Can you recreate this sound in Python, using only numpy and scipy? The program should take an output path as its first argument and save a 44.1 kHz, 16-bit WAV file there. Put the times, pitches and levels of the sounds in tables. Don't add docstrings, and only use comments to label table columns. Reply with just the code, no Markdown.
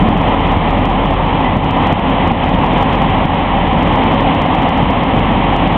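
import sys
import numpy as np
from scipy import signal
from scipy.fft import rfft, irfft, next_fast_len
from scipy.io import wavfile

SR = 44100
rng = np.random.default_rng(int(sys.argv[2]) if len(sys.argv) > 2 else 0)


def inscribe(sig):
    pcm = np.round(np.clip(np.atleast_2d(sig).T, -1, 1) * 32767)
    wavfile.write(sys.argv[1], SR, pcm.astype(np.int16))


N = 254456
TIME = np.arange(N) / SR

FIRING_HZ, FAN_TURNS_HZ = 41.1, 15.3
RUMBLE_DB, ROAR_DB, CLATTER_DB = -15.5, -15.5, -24.5
CLATTER_RISE_DB_PER_S = 0.26

# (time [s], level [dB])
CLINKS = [(1.440, -19.5), (1.783, -27), (2.193, -25), (2.458, -24), (3.913, -39.5), (3.974, -22.5),
          (4.265, -29), (4.686, -26)]
# (pitch [Hz], level [dB], time to fade by 60 dB [s])
STEEL_NOTES = [(2006, 0, .3), (2075, -4, .12), (1960, -5, .15), (3106, -9, .12), (3198, -15, .25)]
# (middle time [s], pitch [Hz], length [s], level [dB])
MOANS = [(1.394, 797, 0.11, -18), (1.909, 1420, .07, -27.5), (4.044, 896, .25, -17.5),
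         (4.172, 555.6, 0.18, -18.5)]
# (time [s], level [dB])
THUDS = [(0.568, 0), (1.566, -0.5), (1.926, 3), (2.314, -2), (2.547, 0), (3.251, 1.5), (4.828, 0.5)]
# (pitch [Hz], level [dB])
DRONE_TONES = [(60.1, -34.5), (78.6, -29), (87.9, -29), (97, -38.5), (105.3, -30.5), (149.7, -33),
               (156.9, -31), (175, -30.5), (262.3, -30.5), (276.7, -27.5), (314.1, -35.5), (418.7, -42.5),
               (449.5, -37.5), (553.6, -38), (767.4, -34)]
# (time [s], level change [dB])
MACHINE_SWELL = [(0.05, 0), (.3, 2), (.6, 0.1), (1.25, -1.1), (1.4, 0.2), (1.62, -2.8), (1.84, 2.4),
                 (2.05, 0), (2.68, 1.5), (2.97, 1.5), (3.5, -0.74), (4.1, 1.5), (4.4, .2), (4.66, 0.3),
                 (4.9, -0.5), (5.45, -0.26), (5.77, 1.1)]
# (frequency [Hz], relative level [dB])
CLATTER_COLOUR = [(800, -11.5), (1400, -7), (1580, -4.5), (1750, -1), (2020, 1.5), (2300, -1), (2800, -2),
                  (3090, 0), (3350, -5.5), (3650, -11), (4000, -21), (4400, -36.5), (4700, -54),
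                  (5200, -110)]
# (frequency [Hz], relative level [dB])
ROAR_COLOUR = [(250, -28), (400, -11), (530, -3.5), (630, -4.5), (780, 0.5), (900, -1.5), (1070, -3.5),
               (1200, -10.5), (1320, -13), (1500, -25), (2200, -46), (4000, -86), (5500, -150)]
# (frequency [Hz], relative level [dB])
RUMBLE_COLOUR = [(8, -25), (25, -15), (45, -4), (70, -5), (100, -.5), (120, -2.5), (170, 1), (265, 0.5),
                 (330, -5), (400, -10.5), (600, -29), (1200, -77), (3000, -150)]
# (time [s], level change [dB])
RUMBLE_SWELL = [(0, 6), (.25, -0.4), (1.3, -2.2), (2.3, -0.1), (3.0, 2), (3.45, -3.5), (3.85, 1.4),
                (4.8, -1), (5.3, 0.4), (5.77, 0.5)]
# (time [s], level [dB])
THROB_LEVEL = [(0, -20.5), (.3, -19.5), (1.2, -19.5), (1.55, -25), (2.2, -22), (3.1, -22), (4.8, -26.3),
               (5.08, -21.5), (5.77, -21.5)]


def amp(db):
    return 10 ** (np.asarray(db) / 20)


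def unit(x):
    return x / np.sqrt(np.mean(x ** 2) + 1e-20)


def follow(rows):
    return np.interp(TIME, *np.transpose(rows))


def colour(x, points):
    size = next_fast_len(N)
    hz, db = np.transpose(points)
    bin_hz = np.fft.rfftfreq(size, 1 / SR)
    gain = amp(np.interp(np.log(bin_hz + 1), np.log(hz), db))
    return unit(irfft(rfft(x, size) * gain, size)[:N])


def wander(per_s):
    t = np.linspace(0, N / SR, num=1200)
    rate, start = rng.random((2, 24, 1))
    waves = np.sin(2 * np.pi * (per_s * rate * t + start))
    return unit(np.interp(TIME, t, waves.sum(0)))


def add(mix, start_s, sound):
    part = mix[max(round(start_s * SR), 0):][:len(sound)]
    part += sound[:len(part)]


def site_echoes(x, echo_db, fade_s, echoes_per_s=2000):
    t = TIME[:SR // 2]
    echoes = rng.standard_normal(len(t)) * (rng.random(len(t)) < echoes_per_s / SR)
    echoes *= amp(-60 * t / fade_s)
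    return x + amp(echo_db) * signal.fftconvolve(x, echoes / np.linalg.norm(echoes))[:N]


def clinks(rise_s=0.0041):
    t, out = TIME[:SR // 2], np.zeros(N)
    ring = sum(amp(db - 60 * t / fade_s) * np.sin(2 * np.pi * hz * t) for hz, db, fade_s in STEEL_NOTES)
    onset = 1 - np.exp(-(t / rise_s) ** 2)
    for start_s, db in CLINKS:
        add(out, start_s, amp(db) * ring * onset)
    return site_echoes(out, echo_db=-18, fade_s=0.26)


def moans(wobble=0.27):
    out = np.zeros(N)
    for middle_s, hz, length_s, db in MOANS:
        t = TIME[:int(length_s * SR)]
        tone = np.sin(2 * np.pi * hz * t + wobble * wander(36)[:len(t)])
        add(out, middle_s - length_s / 2, amp(db) * np.hanning(len(t)) * tone)
    return out


def thuds(thud_hz=150, length_s=0.009):
    t, out = TIME[:int(length_s * SR)], np.zeros(N)
    push = np.hanning(len(t)) * np.sin(2 * np.pi * thud_hz * t)
    for start_s, db in THUDS:
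        add(out, start_s, amp(db) * push)
    return out


def drone(drift_hz=0.3, waver_db=1.5):
    out = np.zeros(N)
    for hz, db in DRONE_TONES:
        cycles = np.cumsum(hz + drift_hz * wander(1.565)) / SR + rng.random()
        tone = np.sin(2 * np.pi * cycles) * amp(waver_db * wander(2))
        out += amp(db) * unit(tone)
    return out


def firing_pulse(firings, depth):
    return 1 + depth * np.exp(-(firings % 1) / 0.36)


def clatter(firings, ticks_per_s=6000):
    ticks = unit(rng.standard_normal(N) * (rng.random(N) < ticks_per_s / SR))
    ticks *= firing_pulse(firings, depth=0.16)
    hiss = 1.4 * rng.standard_normal(N)
    level_db = CLATTER_DB + CLATTER_RISE_DB_PER_S * (TIME - TIME.mean())
    return amp(level_db) * colour(ticks + hiss, CLATTER_COLOUR)


def fan(pulse_depth=0.064, flutter_db=0.32):
    pulse = 1 + pulse_depth * np.sin(2 * np.pi * FAN_TURNS_HZ * TIME)
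    level_db = ROAR_DB + flutter_db * wander(77)
    return amp(level_db) * pulse * colour(rng.standard_normal(N), ROAR_COLOUR)


def exhaust(firings, flutter_db=0.5):
    throb_db = follow(THROB_LEVEL) + flutter_db * wander(7)
    throb = unit(np.sin(2 * np.pi * firings))
    rumble_db = RUMBLE_DB + follow(RUMBLE_SWELL)
    puffs = rng.standard_normal(N) * firing_pulse(firings, depth=0.21)
    return amp(throb_db) * throb + amp(rumble_db) * colour(puffs, RUMBLE_COLOUR)


def scene():
    firings = np.cumsum(FIRING_HZ + 0.45 * wander(0.7)) / SR
    pipe = exhaust(firings)
    machine = amp(follow(MACHINE_SWELL)) * (drone() + fan() + clatter(firings))
    return (pipe + machine + moans() + clinks() + thuds())[None]


def limiter(x, ceiling_db=-2.5, recovery_db_per_s=48, attack_s=0.000012):
    over_db = 20 * np.log10(np.maximum(abs(x) / amp(ceiling_db), 1))
    recovery_db = recovery_db_per_s * TIME
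    cut_db = np.maximum.accumulate(over_db + recovery_db) - recovery_db
    lag = np.exp(-1 / (attack_s * SR))
    smooth_cut_db = signal.lfilter([1 - lag], [1, -lag], cut_db)
    return x * amp(-smooth_cut_db)


def low_pass(x, edge_hz):
    weights = signal.firwin(511, edge_hz, window=("kaiser", 9), fs=SR)
    return signal.oaconvolve(x, weights, "same")


def record(dry):
    return low_pass(limiter(dry[0]), edge_hz=15850)[None]


dry = scene()
out = record(dry)
inscribe(out)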